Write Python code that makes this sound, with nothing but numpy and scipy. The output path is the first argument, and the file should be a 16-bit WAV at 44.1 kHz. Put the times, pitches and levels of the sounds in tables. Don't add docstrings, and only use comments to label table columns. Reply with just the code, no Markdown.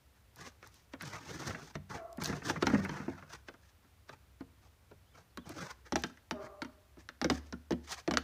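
import sys
import numpy as np
from scipy import signal
from scipy.fft import rfft, irfft, next_fast_len
from scipy.io import wavfile

SR = 44100
rng = np.random.default_rng(int(sys.argv[2]) if len(sys.argv) > 2 else 0)


def persist_wave(psi):
    counts = np.round(np.clip(psi, -1, 1) * 32767).astype(np.int16)
    wavfile.write(sys.argv[1], SR, np.atleast_2d(counts).T)


N = 362943
TIME = np.arange(N) / SR
RING = np.arange(int(.45 * SR)) / SR
KNOCK_HZ, CLACK_HZ, CLICK_HZ, CUTOFF_HZ = 450, 1100, 2800, 15400


def from_db(db):
    return 10 ** (np.asarray(db) / 20)


def rms_one(x):
    return x / np.sqrt(np.mean(x ** 2) + 1e-20)


def at_hz(points, hz):
    points_hz, values = np.transpose(points)
    return np.interp(np.log(np.maximum(hz, 1)), np.log(points_hz), values)


def add(out, start_s, sound):
    i = int(start_s * SR)
    out[i:i + len(sound)] += sound[:N - i]


def band(x, low_hz, high_hz, order=2):
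    edges_hz = [low_hz, min(high_hz, SR / 2 - 1000)]
    return signal.sosfilt(signal.butter(order, edges_hz, "band", fs=SR, output="sos"), x)


def coloured(x, spectrum):
    size = next_fast_len(N)
    gain = from_db(at_hz(spectrum, np.fft.rfftfreq(size, 1 / SR)))
    return rms_one(irfft(rfft(x, size) * gain, size)[:N])


def drift(per_s):
    knots = rng.standard_normal(4000)
    return np.interp(TIME * per_s, np.arange(len(knots)), knots)


def echoes(x, t60_s, build_s, low_hz, high_hz):
    t = TIME[:2 * SR]
    noise = band(rng.standard_normal(len(t)), low_hz, high_hz)
    tail = noise * from_db(-60 * t / t60_s) * (1 - np.exp(-t / build_s))
    return signal.fftconvolve(x, tail / np.sqrt(np.sum(tail ** 2)))[:N]


# frequency_hz, gain_db
HUSH_EQ = [(25, -7), (65, -2.5), (95, 4.5), (140, -9.5), (280, -15), (900, -19), (2400, -23), (8000, -31)]
def outdoor_bed():
    rumble = from_db(-67 + 2 * drift(per_s=1.1)) * rms_one(band(rng.standard_normal(N), 60.4, 72.5))
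    return from_db(-65.5) * coloured(rng.standard_normal(N), HUSH_EQ) + rumble


# start_s, length_s, end_pitch_hz, top_pitch_hz, level_db (before the flutter)
WHISTLES = [(5.07, .08, 2900, 3530, -80), (5.3, .018, 4200, 4350, -78), (5.375, .08, 2900, 3530, -78)]
def bird():
    out = np.zeros(N)
    for start_s, length_s, end_hz, top_hz, level_db in WHISTLES:
        arch = np.sin(np.linspace(0, np.pi, int(length_s * SR)))
        phase = 2 * np.pi * np.cumsum(end_hz + (top_hz - end_hz) * arch) / SR
        add(out, start_s, from_db(level_db) * rms_one(np.sin(phase) * np.abs(arch) ** 0.11))
    return out * from_db(9 * drift(per_s=120))


# centre_hz, width_hz, gain_db
DOG_FORMANTS = [(376, 120, 2.5), (620, 56, 4.5), (1090, 85, 0.5), (1850, 300, -17)]
# start_s, length_s, start_pitch_hz, end_pitch_hz, level_db (before the echo mix), roughness
DOG_BARKS = [(1.947, 0.096, 720, 637, -46, 0.37), (6.325, 0.1135, 211.1, 188.8, -44.5, 0.56)]
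def dog():
    out = np.zeros(N)
    for start_s, length_s, start_hz, end_hz, level_db, roughness in DOG_BARKS:
        progress = np.linspace(0, 1, int(length_s * SR))
        phase = 2 * np.pi * np.cumsum(start_hz + (end_hz - start_hz) * progress) / SR
        buzz = rms_one(sum(np.cos(k * phase) for k in np.arange(1, 10)))
        folds = buzz + 4 * roughness * rng.standard_normal(N)[:len(progress)]
        voice = sum(from_db(db) * band(folds, hz - width / 2, hz + width / 2, order=1)
                    for hz, width, db in DOG_FORMANTS)
        bark = rms_one(band(voice, 290, 1180) * np.sin(np.pi * progress))
        add(out, start_s, from_db(level_db) * bark)
    trees = echoes(out, t60_s=0.89, build_s=0.032, low_hz=450, high_hz=1520)
    return from_db(-4.5) * out + from_db(-14) * trees


# frequency_hz, gain_db
FRICTION_EQ = [(80, 1), (145, 2), (200, -7), (350, -6), (550, -9), (850, -7), (1650, -6.5), (2850, -19),
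               (4300, -18.5), (6200, -16.5), (7500, -26), (9500, -30.5), (10500, -38), (15000, -36)]
def friction_noise(low_hz):
    return rms_one(band(coloured(rng.standard_normal(N), FRICTION_EQ), low_hz, CUTOFF_HZ))


def shuffling():
    touches = (rng.random(N) < 10 / SR) * rng.random(N)
    pressure = signal.fftconvolve(touches, np.hanning(SR // 20), "same")
    return from_db(-86.5) * rms_one(pressure * friction_noise(KNOCK_HZ))


# start_s, peak_db
TICKS = [(0.36, -43.5), (0.484, -59), (0.6735, -44), (0.743, -47), (1.022, -35.5), (2.129, -39),
         (2.173, -46), (2.2214, -47), (2.2373, -29), (2.2448, -22.5), (2.2581, -22.5), (2.274, -36),
         (2.848, -40), (5.374, -39.5), (5.4926, -36.5), (6.0225, -43)]
def ticks(t60_s=0.0074):
    out = np.zeros(N)
    for start_s, peak_db in TICKS:
        snap = rng.standard_normal(len(RING)) * from_db(-60 * RING / t60_s)
        ring = from_db(1.54 * (peak_db + 32.5)) * band(snap, 4150, 6500)
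        tick = band(snap, 3000, 14200) + ring
        add(out, start_s, from_db(peak_db) * tick / np.abs(tick).max())
    return out


def grain_catches(per_s, spread_db, clump_db):
    caught = rng.random(N) < per_s / SR
    sizes = from_db(spread_db * np.minimum(rng.exponential(1, N), 4) + clump_db * drift(per_s=90))
    return caught * sizes * rng.choice([-1, 1], N)


def wood_ring(catches, t60_s, block=1500):
    out, t = np.zeros(N), RING[:4 * block]
    for i in range(0, N, block):
        response = rms_one(rng.standard_normal(len(t)) * from_db(-60 * t / t60_s))
        add(out, i / SR, signal.fftconvolve(catches[i:i + block], response))
    return coloured(out, FRICTION_EQ)


# start_s, length_s, rasp_db, swell_db, rumble_db, hiss_db (last two relative to the rasp)
HOOF_SKIDS = [(0.359, 0.12, -55, 0.5, -4.5, -3.5), (0.624, 0.059, -58, -6, -6, -7),
              (0.714, 0.13, -76, -12, 0, 4.5), (1.004, 0.15, -54, -1, 1, -0.5),
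              (1.1, 0.081, -44.5, 2, -6, -8), (1.188, 0.11, -52, 4, -2, -5),
              (1.281, 0.23, -48, 0.5, 3, -3.5), (1.508, 0.12, -54.5, 2.5, 2, -7),
              (1.606, 0.082, -61, 7, 3, 1), (1.888, 0.026, -46.5, 5, -2, -7.5),
              (1.938, 0.027, -41, -6, -2, -8.5), (2.197, 0.06, -38.5, 4.5, -7, -5),
              (2.261, 0.17, -50.5, -19, 3.5, -6), (2.426, 0.077, -46, 8, 5, -1),
              (2.515, 0.089, -56, -15, 10.5, -9), (2.671, 0.27, -46, -4, 2, -11),
              (2.919, .22, -51, -9, -3.5, -12.5), (3.154, 0.15, -60.5, -12, -7, -13),
              (3.285, 0.065, -55.5, 5, -12, -3.5), (3.605, 0.094, -70.5, 1, -11, -2),
              (4.092, 0.047, -62, 7, -1, -10), (4.613, .06, -70, -6, 0, -3),
              (5.128, 0.072, -65.5, 8.5, -5, -7), (5.45, 0.18, -51, 7, 0.5, -6.5),
              (5.625, 0.085, -49.5, -2, -13, -6.5), (5.841, 0.029, -60, 9, -6, -6.5),
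              (5.96, 0.15, -71, -19, 6, 8.5), (6.385, 0.064, -57.5, 20, -3, -12.5),
              (6.977, 0.03, -60.5, 0, -9, -1.5), (7.303, 0.077, -53, -5, 4.5, -1.5),
              (7.435, 0.036, -65.5, 13, -8, -4), (7.821, 0.11, -56, 26.5, -20, 1.5),
              (7.957, 0.028, -44.5, -4, -58, -3)]
def skids(bite_s=0.024):
    def envelope(offsets_db, release_s):
        power = np.zeros(N)
        for (start_s, length_s, rasp_db, swell_db, *_), offset_db in zip(HOOF_SKIDS, offsets_db):
            bite = np.minimum(RING / bite_s, 1)
            hold = from_db(rasp_db + offset_db + swell_db * (np.minimum(RING / length_s, 1) - .5))
            release = np.exp(-np.maximum(RING - length_s, 0) / release_s)
            add(power, start_s, (bite * hold * release) ** 2)
        return np.sqrt(power)

    *_, rumble_db, hiss_db = np.transpose(HOOF_SKIDS)
    catches = grain_catches(per_s=3200, spread_db=1.5, clump_db=4)
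    rumble = band(wood_ring(catches, t60_s=0.14), 105, KNOCK_HZ, order=3)
    rasp = band(wood_ring(catches, t60_s=0.026), KNOCK_HZ, CLICK_HZ, order=3)
    judder = from_db(drift(per_s=40))
    hiss = band(coloured(catches, FRICTION_EQ), CLICK_HZ, CUTOFF_HZ, order=3)
    return (envelope(rumble_db, release_s=0.016) * rms_one(rumble)
            + envelope(np.zeros(len(HOOF_SKIDS)), release_s=0.015) * rms_one(rasp * judder)
            + envelope(hiss_db, release_s=0.015) * rms_one(hiss))


def nearness(hz, pitches_hz, octaves):
    return np.exp(-(np.log2(hz / pitches_hz[:, None]) / octaves) ** 2)


def strike(hz, t60_s, weights, rise_s, crack):
    decay = from_db(-60 * RING / t60_s[:, None])
    angle = 2 * np.pi * hz[:, None] * RING
    hits = weights.real @ (decay * np.sin(angle)) + weights.imag @ (decay * np.cos(angle))
    attack = 1 - np.exp(-(RING / rise_s) ** 2)
    punch = 1 + crack * np.exp(-RING / (4 * rise_s))
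    hits = hits * attack * punch
    return hits / np.sqrt(np.mean(hits[:, RING < .03] ** 2, axis=1, keepdims=True))


# frequency_hz, gain_db
HIT_EQ = [(450, -9), (560, -5.5), (720, -11.5), (1080, -8), (1350, 0), (1950, -6), (2830, -15), (3800, -13),
          (4700, -13), (5700, -8), (7000, -26.5), (10300, -41.5), (12500, -38.5), (15500, -56)]
# frequency_hz, t60_s
WOOD_DECAY = [(450, 0.14), (900, 0.085), (1500, 0.061), (3000, 0.065), (5500, 0.018), (12000, 0.088)]
def wood_modes(crack, low_hz, high_hz, rise_s, count, focus_hz=None):
    hz = low_hz + (high_hz - low_hz) * (np.arange(count) + .5 * rng.random(count)) / count
    strength, phase = np.moveaxis(rng.standard_normal((len(crack), count, 2)), 2, 0)
    focus_db = 0 if focus_hz is None else 27 * nearness(hz, focus_hz, octaves=0.19)
    weights = from_db(at_hz(HIT_EQ, hz) + 5.3 * strength + focus_db) * np.exp(2j * np.pi * phase)
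    return strike(hz, at_hz(WOOD_DECAY, hz), weights, rise_s, crack)


def board_hits(hits, modes, focus_db, focus_octaves, swell_s, crack_db, body_db, knock_db, click_db):
    starts_s, thump_hz, knock_hz, strength_db, hardness_db = np.transpose(hits)
    mode_hz, mode_db, t60_s = np.transpose(modes)
    thump, clack = strength_db - hardness_db / 2, strength_db + hardness_db / 2
    hollow = strength_db + 4.5 * np.log2(thump_hz / 266)
    body, knock = hollow + body_db, hollow + knock_db
    click = clack + click_db + 0.2 * (strength_db + 45)
    favoured = nearness(mode_hz, thump_hz, focus_octaves)
    weights = from_db(mode_db + focus_db * favoured) * np.exp(2j * np.pi * rng.random(favoured.shape))
    crack = from_db(crack_db + click - knock)[:, None]
    layers = [(thump, strike(mode_hz, t60_s, weights, rise_s=swell_s, crack=0.54)),
              (body, wood_modes(crack, KNOCK_HZ, CLACK_HZ, rise_s=0.0018, count=13)),
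              (knock, wood_modes(crack, KNOCK_HZ, CLICK_HZ, rise_s=0.00059, count=48, focus_hz=knock_hz)),
              (clack, wood_modes(crack, CLACK_HZ, CLICK_HZ, rise_s=0.00033, count=40)),
              (click, wood_modes(crack, CLICK_HZ, CUTOFF_HZ, rise_s=0.00015, count=130))]
    sounds = sum(from_db(db)[:, None] * layer for db, layer in layers)
    out = np.zeros(N)
    for start_s, sound in zip(starts_s, sounds):
        add(out, start_s, sound)
    return out


# pitch_hz, gain_db, t60_s
SHEET_MODES = [(66, -9, 0.46), (91.6, -7.5, 1), (110.8, -12, 0.21), (149.3, -4, 0.29), (192.8, -11, 0.51),
               (218.3, -0.5, 0.17), (264.8, 2, 0.12), (295, 3.5, 0.054), (350.6, 2, 0.072), (417, -2, 0.1)]
# start_s, thump_hz, knock_hz, strength_db, hardness_db (clack over thump)
SLAPS = [(1.506, 302, 1550, -49.5, 5), (1.547, 223, 1380, -51.5, 9), (2.18, 202, 690, -49.5, -15.5),
         (2.296, 171, 700, -43, -12), (2.327, 146, 1680, -43, -5), (2.42, 180, 1650, -53, 1),
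         (2.56, 145, 1650, -44.5, 1), (2.699, 228, 1710, -41.5, -8), (2.733, 207, 606, -36, -23.5),
         (2.747, 186, 650, -39, -1.5), (2.85, 264, 1660, -47.5, 8), (3.0, 178, 1650, -48.5, -12.5),
         (3.08, 295, 900, -46, -21), (3.224, 142, 1650, -57, 1)]
def sheet_slaps():
    return board_hits(SLAPS, SHEET_MODES, focus_db=15, focus_octaves=0.47, swell_s=0.0031,
                      crack_db=-12, body_db=-3, knock_db=-10.5, click_db=-24)


# start_s, thump_hz, knock_hz, strength_db, hardness_db
SHEET_STEPS = [(0.628, 386, 504, -62, 6.5), (0.936, 268, 540, -50.5, -5.5), (1.01, 141, 1800, -53.5, 10),
               (1.032, 144, 1670, -51.5, -3), (1.754, 164, 643, -45.5, -8), (2.219, 149, 570, -46, -9.5),
               (2.498, 336, 830, -39, -1.5), (2.6245, 334, 1380, -34.5, -8.5), (2.669, 246, 807, -33.5, -5),
               (2.893, 169, 920, -44.5, -5.5), (3.485, 336, 555, -53, 1.5), (3.54, 307, 1370, -64, -1),
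               (3.846, 288, 1430, -73.5, -12), (4.093, 425, 550, -56, 6.5), (4.407, 260, 497, -53, -17),
               (4.913, 408, 536, -62.5, -9.5)]
def sheet_hooves():
    return board_hits(SHEET_STEPS, SHEET_MODES, focus_db=12, focus_octaves=0.26, swell_s=0.0024,
                      crack_db=4, body_db=-4.5, knock_db=-4, click_db=-6.5)


def sheet_lead_ins(lead_s=0.028, gain_db=-5):
    swell = np.linspace(0, 1, int(lead_s * SR)) ** 2
    envelope = np.zeros(N)
    for start_s, *_, strength_db, hardness_db in SHEET_STEPS:
        add(envelope, start_s - lead_s, from_db(strength_db + hardness_db / 2 + gain_db) * swell)
    return envelope * friction_noise(CLACK_HZ)


# pitch_hz, gain_db, t60_s
TABLETOP_MODES = [(73.3, -10, 0.79), (122.4, -9, 0.13), (168, 1.5, 0.12), (194, 3.5, 0.068),
                  (240.4, -1.5, 0.21), (269.8, 0.5, 0.13), (302, 5, 0.091), (341, 9, 0.058),
                  (394, 10, 0.046)]
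# start_s, thump_hz, knock_hz, strength_db, hardness_db
TABLE_STAMPS = [(5.373, 214, 1060, -49.5, -6.5), (5.494, 310, 690, -55, -16),
                (5.9225, 206, 810, -39.5, -9.5), (5.957, 340, 790, -37, -2.5), (6.037, 195, 1500, -41, 1),
                (6.097, 256, 1390, -63.5, -10), (6.173, 250, 2000, -71, 9), (6.31, 238, 900, -42, -2.5),
                (6.619, 277, 1350, -45, -4), (6.647, 270, 930, -53.5, -5), (6.97, 324, 615, -66.5, -21),
                (7.089, 254, 1420, -56.5, 12), (7.215, 226, 825, -40, -5.5), (7.244, 315, 510, -36, -8),
                (7.2995, 283, 770, -33.5, -7.5), (7.525, 208, 1430, -46.5, -9.5),
                (7.707, 360, 480, -41.5, -16), (7.721, 236, 484, -41, -17), (8.0765, 328, 673, -40, -16),
                (8.11, 247, 750, -39.5, -6.5), (8.138, 250, 600, -41.5, -4), (8.1718, 264, 1346, -37, 7)]
def table_hooves():
    return board_hits(TABLE_STAMPS, TABLETOP_MODES, focus_db=10.5, focus_octaves=0.23, swell_s=0.0083,
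                      crack_db=6.5, body_db=-4.5, knock_db=-1.5, click_db=-3)


def scene():
    impacts = sheet_hooves() + sheet_slaps() + table_hooves()
    goats = impacts + skids() + ticks() + shuffling() + sheet_lead_ins()
    yard = from_db(-22.5) * echoes(goats, t60_s=0.44, build_s=0.0012, low_hz=145, high_hz=6600)
    return (goats + yard + dog() + bird() + outdoor_bed())[None]


def record(dry):
    low_cut = signal.butter(2, 40, "high", fs=SR, output="sos")
    high_cut = signal.ellip(10, .1, 80, CUTOFF_HZ, fs=SR, output="sos")
    return signal.sosfilt(high_cut, signal.sosfilt(low_cut, dry))


dry = scene()
out = record(dry)
persist_wave(out)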